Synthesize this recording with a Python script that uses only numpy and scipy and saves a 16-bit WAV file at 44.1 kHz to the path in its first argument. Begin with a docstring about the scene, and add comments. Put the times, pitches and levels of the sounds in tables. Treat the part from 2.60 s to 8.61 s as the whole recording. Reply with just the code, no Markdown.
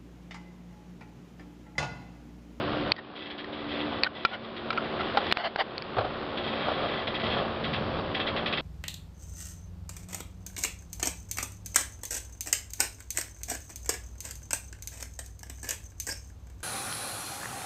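"""A work site, where an excavator digs behind a rubble heap. Its diesel engine and cooling fan drone,
concrete crunches and tumbles, and steel rasps as it sticks and slips. Right at the microphone there are
brief rubs, sharp clicks and hollow pops. The loudest of these make the camera's gain control turn the
whole site down for about a second."""
import sys
import numpy as np
from scipy.fft import rfft, irfft, next_fast_len
from scipy.io import wavfile
from scipy.ndimage import uniform_filter1d, minimum_filter1d, map_coordinates

SR = 44100
rng = np.random.default_rng(int(sys.argv[2]) if len(sys.argv) > 2 else 0)


def inscribe(sig):
    """Save sig as 16-bit PCM at rate SR to the path in sys.argv[1].

    A 1-D sig is mono; a 2-D sig holds one channel per row.
    Samples are clipped to [-1, 1] before scaling.
    """
    pcm = np.round(np.clip(np.atleast_2d(sig).T, -1, 1) * 32767)
    wavfile.write(sys.argv[1], SR, pcm.astype(np.int16))


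N = 265041


def amp(db):
    """Turn decibels into a number to multiply by."""
    return 10 ** (np.asarray(db) / 20)

def unit(x):
    """Scale a sound to an average strength (rms) of 1."""
    return x / np.sqrt(np.mean(x ** 2) + 1e-20)

def clock():
    """The time of every sample, in seconds."""
    return np.arange(N) / SR

def wobble(per_s):
    """A smooth curve through per_s random values a second."""
    return map_coordinates(rng.standard_normal(2048), [clock() * per_s], mode="wrap")

def swells(rest_db, rows):
    """A steady level in dB plus a bell-shaped swell for each row of peak_s, half_length_s, level_db."""
    power = sum(amp(db) ** 2 * np.exp(-((clock() - s) / half) ** 2 / 2) for s, half, db in rows)
    return 10 * np.log10(amp(rest_db) ** 2 + power)

def filtered(x, response):
    """Turn each frequency up or down by response(hz)."""
    size = next_fast_len(len(x) + 8192)
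    return irfft(rfft(x, size) * response(np.fft.rfftfreq(size, 1 / SR)), size)[:len(x)]

def coloured(x, points):
    """Shape the bass and treble along a curve of pitch_hz, level_db points."""
    pitches, db = np.transpose(points)
    return filtered(x, lambda hz: amp(np.interp(np.log(hz + 1), np.log(pitches), db)))

def resonated(x, tones):
    """Make a sound ring at each row of pitch_hz, width_hz, level_db. Narrow tones ring longer."""
    return filtered(x, lambda hz: sum(
        amp(db) * 1j * hz * width / (pitch ** 2 - hz ** 2 + 1j * hz * width)
        for pitch, width, db in tones))

def grains(per_s, spread_db):
    """Tiny hits at random times, a few much stronger than the rest."""
    struck = rng.random(N) < per_s / SR
    sizes = amp(spread_db * np.minimum(rng.exponential(size=N), 4))
    return unit(struck * sizes * np.sign(rng.standard_normal(N)))

def add(track, start_s, sound):
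    """Mix a sound into the track from start_s on."""
    part = track[max(round(start_s * SR), 0):][:len(sound)]
    part += sound[:len(part)]


# The hum of the exhaust: multiple_of_firing_rate, level_db
EXHAUST_TONES = [(3, -44), (6, -50.5), (7, -48.5)]
# Moments when the machine works harder: peak_s, fan_level_db
ENGINE_LOADS = [(0.082, -38.5), (1, -36.5), (2.3, -46.5), (3.999, -44), (5.72, -46)]
# Tone colour of the engine's roar: pitch_hz, level_db
ROAR_COLOUR = [(120, -25), (200, -1), (255, -7), (315, -1), (385, 4.5), (480, -21.5), (560, -6.5),
               (900, -8.5), (1300, -9.5), (2200, -16.5), (3400, -14.5), (4300, -23.5), (6000, -32.5)]

def engine(firing_hz=75.6, fan_idle_hz=290.2, fan_idle_db=-53.5, fan_hz_per_db=0.27):
    """A steady diesel hums and throbs with each firing. Under load its fan gets louder and higher."""
    cycle = 2 * np.pi * np.cumsum(firing_hz * (1 + 0.0016 * wobble(4))) / SR
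    exhaust = sum(amp(db + 2.4 * wobble(6.1)) * unit(np.sin(multiple * cycle + 2 * np.pi * rng.random()))
                  for multiple, db in EXHAUST_TONES)
    fan_db = swells(fan_idle_db, [(peak_s, 0.25, db) for peak_s, db in ENGINE_LOADS])
    blade_hz = fan_idle_hz + fan_hz_per_db * (fan_db - fan_idle_db)
    blade_phase = 2 * np.pi * np.cumsum(blade_hz * (1 + 0.017 * wobble(30))) / SR
    fan = amp(fan_db + 1.5 * wobble(16)) * unit(np.sin(blade_phase))
    throb = 1 + 0.24 * np.cos(cycle)
    roar = unit(coloured(rng.standard_normal(N) * throb, ROAR_COLOUR))
    return exhaust + fan + amp(-37.5 + 1.7 * wobble(1.8)) * roar


# Tone colours of the low rumble and of crunching concrete: pitch_hz, level_db
RUMBLE_COLOUR = [(15, -35), (30, -1), (48, -10.5), (62, 1.5), (85, 4.5), (120, 2), (165, 4), (230, -3.5),
                 (500, -30)]
CRUNCH_COLOUR = [(200, -36), (400, -2.5), (560, 4), (760, 0.5), (930, -7), (1100, -1), (1400, -6),
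                 (2200, -18), (3500, -16.5), (4600, -26.5), (6000, -33.5)]
# Slides of rubble: peak_s, half_length_s, crunch_db, rumble_db
RUBBLE_SLIDES = [(0.08, 0.2, -36, -37), (1.25, 0.11, -39, -58), (2.55, 0.18, -43.5, -55.5),
                 (3.458, 0.13, -47.5, -46), (4.15, 0.19, -34, -44.5), (4.741, 0.086, -31, -37.5),
                 (5.265, 0.14, -36.5, -34.5), (5.8, 0.18, -36, -42)]

def rubble(crunch_rest_db=-39.5, rumble_rest_db=-44.5):
    """Concrete crumbles in many tiny hits over a low rumble, swelling with each slide."""
    crunch_db = swells(crunch_rest_db, [(s, half, db) for s, half, db, _ in RUBBLE_SLIDES])
    rumble_db = swells(rumble_rest_db, [(s, half, db) for s, half, _, db in RUBBLE_SLIDES])
    rumble = amp(rumble_db + 0.32 * wobble(11)) * unit(coloured(rng.standard_normal(N), RUMBLE_COLOUR))
    crumbs = grains(per_s=700, spread_db=2.5) + 0.86 * rng.standard_normal(N)
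    crunch = amp(crunch_db + 1.1 * wobble(22)) * unit(coloured(crumbs, CRUNCH_COLOUR))
    return rumble + crunch


# Big lumps of concrete landing: start_s, level_db, pitch_hz, thud_db (compared with the knock)
FALLING_LUMPS = [(2.547, -26.5, 610, -29), (2.574, -30, 418, -22), (3.3654, -23.5, 795, -8),
                 (3.382, -17, 706, -5.5), (3.406, -23.5, 640, -12), (3.445, -26.5, 666, -10),
                 (5.386, -26.5, 520, -13)]

def lumps(knock_fade_s=0.074, thud_fade_s=0.21, thud_hz=105):
    """Each lump lands with a dull knock of two close tones, a spray of grit and a thud in the ground."""
    out, t = np.zeros(N), np.arange(SR // 4) / SR
    for start_s, level_db, pitch_hz, thud_db in FALLING_LUMPS:
        grit = unit(coloured(rng.standard_normal(len(t)), CRUNCH_COLOUR))
        knock = np.sin(2 * np.pi * pitch_hz * 0.915 * t) + np.sin(2 * np.pi * pitch_hz * 1.1 * t)
        stone = (1.03 * knock + 1.32 * grit) * amp(-60 * t / knock_fade_s)
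        thud = amp(thud_db - 60 * t / thud_fade_s) * np.sin(2 * np.pi * thud_hz * t)
        rise = 1 - np.exp(-t / 0.0033)
        add(out, start_s, amp(level_db) * rise * (stone + thud))
    return out


# Short jerks of steel that sticks and slips: start_s, level_db
STEEL_SLIPS = [(0.554, -33.5), (0.585, -35), (0.621, -35), (0.656, -36.5), (0.7, -34.5), (0.779, -34),
               (0.927, -39), (1.835, -43), (1.963, -41), (3.773, -39), (3.834, -39.5), (4.47, -36),
               (4.541, -37), (4.597, -37.5), (4.77, -37.5), (5.038, -35), (5.131, -33.5), (5.544, -33.5),
               (5.595, -35), (5.665, -33.5), (5.762, -34), (5.858, -32.5), (5.925, -33), (5.972, -32.5)]
# Longer drags of steel under load: start_s, level_db, length_s
STEEL_DRAGS = [(0.97, -46, .42), (1.086, -40.5, 0.13), (1.55, -41.5, 0.17), (2.237, -47.5, 0.026),
               (2.4, -46.5, 0.11), (2.58, -42.5, 0.19), (3.863, -41, .56), (4.632, -36.5, 0.11)]
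# The tones the steel rings at: pitch_hz, width_hz, level_db
STEEL_TONES = [(1070, 43, -28), (1426, 41, -17), (1727, 9, 4.5), (1983, 27, 6.5), (2290, 4.3, 4.5),
               (2653, 34, 1), (2810, 24, -1), (3040, 87, -4), (3250, 82, 6), (3440, 43, 3.5),
               (3410, 17, -12), (3700, 92, -8)]
# Tone colour of the rasp: pitch_hz, level_db
RASP_COLOUR = [(500, -56.5), (1000, -14.5), (1600, 2), (2400, 4.5), (2950, 0), (3400, -3.5), (4000, -1),
               (4600, -37.5), (6000, -32)]

def scraping_steel(slip_length_s=0.015, rise_s=0.002, fade_s=0.17):
    """Each slip or drag rasps the steel. Its wide tones sound at once; narrow ones swell and linger."""
    t, power = np.arange(SR) / SR, np.zeros(N)
    slips = [(start_s, level_db, slip_length_s) for start_s, level_db in STEEL_SLIPS]
    bite_db = 3 * np.exp(-t / 0.022)  # each stroke starts a little harder
    for start_s, level_db, length_s in slips + STEEL_DRAGS:
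        fade_db = 60 * np.maximum(t - length_s, 0) / fade_s
        stroke = np.minimum(t / rise_s, 1) * amp(level_db + bite_db - fade_db)
        add(power, start_s, stroke ** 2)
    force = (np.sqrt(power) + amp(-72)) * amp(0.97 * wobble(57))
    roughness = grains(per_s=2500, spread_db=3) + 0.68 * rng.standard_normal(N)
    ring = resonated(force * roughness, STEEL_TONES) / np.std(resonated(roughness, STEEL_TONES))
    rasp = force * unit(coloured(grains(per_s=4000, spread_db=8), RASP_COLOUR))
    return amp(-1) * ring + amp(-4.5) * rasp


# Rubs at the microphone: peak_s, level_db, half_length_s, pitch_hz
CLOSE_RUBS = [(0.389, -22.5, 0.0068, 1830), (1.449, -24.5, 0.0093, 1846), (1.469, -14.5, 0.0048, 1476),
              (1.739, -30, 0.016, 1433), (2.183, -19, 0.0035, 1367), (2.408, -31, 0.0096, 1354),
              (2.797, -25, 0.025, 721), (2.858, -18.5, 0.015, 706), (3.005, -15.5, 0.012, 780)]
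# Higher tones of the rubbed hollow: multiple_of_pitch, width_hz, level_db
HOLLOW_TONES = [(2.081, 156, 12.5), (2.66, 171, -5), (3.899, 294, -2.5), (5.948, 200, 4.5)]
# Tone colour of the rubbing hiss: pitch_hz, level_db
FRICTION_COLOUR = [(200, -34.5), (600, 9.5), (1200, 4), (1600, -1.5), (2100, 7), (2500, -12), (3000, 3),
                   (3700, -7), (4600, -9), (6000, -24)]

def rubs(friction_db=2, grip_s=0.0079):
    """Gritty rubbing makes a small hollow ring with a wavering tone that swells and fades."""
    out, t = np.zeros(N), np.arange(-SR // 10, SR // 10) / SR
    for peak_s, level_db, half_length_s, pitch_hz in CLOSE_RUBS:
        grit, hiss, drift = rng.standard_normal((3, len(t)))
        high_tones = [(multiple * pitch_hz, width, db) for multiple, width, db in HOLLOW_TONES]
        high_ring = unit(resonated(grit, high_tones))
        friction = unit(high_ring + 2.4 * unit(coloured(hiss, FRICTION_COLOUR)))
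        low_ring = np.sin(2 * np.pi * pitch_hz * t + 0.082 * np.cumsum(drift))
        swell = amp(level_db) * np.exp(-(np.abs(t) / half_length_s) ** 2.16 / 2)
        grip = 1 / (1 + (grip_s / half_length_s) ** 3)  # the briefest rubs mostly just ring
        add(out, peak_s + t[0], swell * (low_ring + amp(friction_db) * grip * friction))
    return out


# Clicks and pops at the microphone: start_s, level_db, pitch_hz, fade_s (time to fall by 60 dB)
CLOSE_CLICKS = [(0.3197, 7, 2540, 0.0061), (0.364, -22, 1910, 0.039), (0.844, -26.5, 1880, 0.031),
                (1.4352, 0, 2527, 0.0068), (1.445, -14.5, 2430, .01), (1.6504, -1.5, 1365, 0.038),
                (2.1052, -15.5, 1326, 0.029), (2.1295, -22, 1360, 0.02), (2.1759, -20, 1327, 0.015),
                (2.5723, -11.5, 812, 0.058), (2.668, -23, 2000, 0.0029), (2.701, -31, 2320, 0.0059),
                (2.714, -18.5, 2370, 0.011), (2.7246, 7, 1927, 0.0017), (2.772, -5.5, 1380, 0.0034),
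                (2.9604, -7.5, 880, 0.0084), (3.1806, -17.5, 2550, 0.005), (3.2228, -21.5, 2650, 0.0025)]

def clicks(upper_ratio=1.739, even_fade_s=0.0071, crack_db=-4.5):
    """Each click is two short tones inside a crack of noise. The shorter it is, the brighter."""
    out, t = np.zeros(N), np.arange(SR // 8) / SR
    for start_s, level_db, pitch_hz, fade_s in CLOSE_CLICKS:
        upper_hz = upper_ratio * pitch_hz
        upper_db = -4 * np.log2(fade_s / even_fade_s)  # at even_fade_s both tones are equally strong
        tones = np.sin(2 * np.pi * pitch_hz * t) + amp(upper_db) * np.sin(2 * np.pi * upper_hz * t)
        colour = [(pitch_hz / 10, -14), (pitch_hz / 2, -8), (pitch_hz, 0),
                  (upper_hz, 0), (2 * upper_hz, -6), (8000, -11)]
        noise = unit(coloured(rng.standard_normal(len(t)), sorted(colour)))
        crack_fade_s = 0.5 * fade_s + 0.0083
        crack = amp(crack_db - 60 * t / crack_fade_s) * noise
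        add(out, start_s, amp(level_db) * (tones * amp(-60 * t / fade_s) + crack))
    return out


def scene():
    """The far machine and its rubble, plus the small noises at the microphone, in one channel."""
    return (engine() + rubble() + lumps() + scraping_steel() + rubs() + clicks())[None]

def gain_control(x, threshold_db, recovery_db_per_s):
    """Turn the volume down just before a loud sound, then let it climb slowly back."""
    level = uniform_filter1d(np.abs(x), size=64)
    excess_db = np.maximum(20 * np.log10(np.abs(level) + 1e-9) - threshold_db, 0)
    nearby_peak_db = -minimum_filter1d(-excess_db, size=96)
    climb_db = recovery_db_per_s * clock()
    cut_db = np.maximum.accumulate(nearby_peak_db + climb_db) - climb_db
    return x * amp(-uniform_filter1d(cut_db, size=32))


# How strongly the microphone picks up each pitch: pitch_hz, level_db
MICROPHONE_COLOUR = [(20, -2.5), (4500, 1), (5100, -4), (5600, -15), (6300, -30.5)]

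def record(dry, treble_edge_hz=6300, top_hz=16500):
    """The camera turns loud moments down and cuts the high treble. Sharp peaks overload it."""
    picked_up = coloured(dry[0], MICROPHONE_COLOUR)
    turned_down = gain_control(picked_up, threshold_db=-14, recovery_db_per_s=16.5)
    overloaded = np.clip(turned_down, -0.76, 0.76)
    dulled = filtered(overloaded, lambda hz: 1 / (1 + (hz / treble_edge_hz) ** 80))
    snapped = np.clip(dulled, -0.72, 0.72)  # flattening the sharpest peak again adds a bright snap
    return filtered(snapped, lambda hz: hz < top_hz)[None]


dry = scene()
out = record(dry)
inscribe(out)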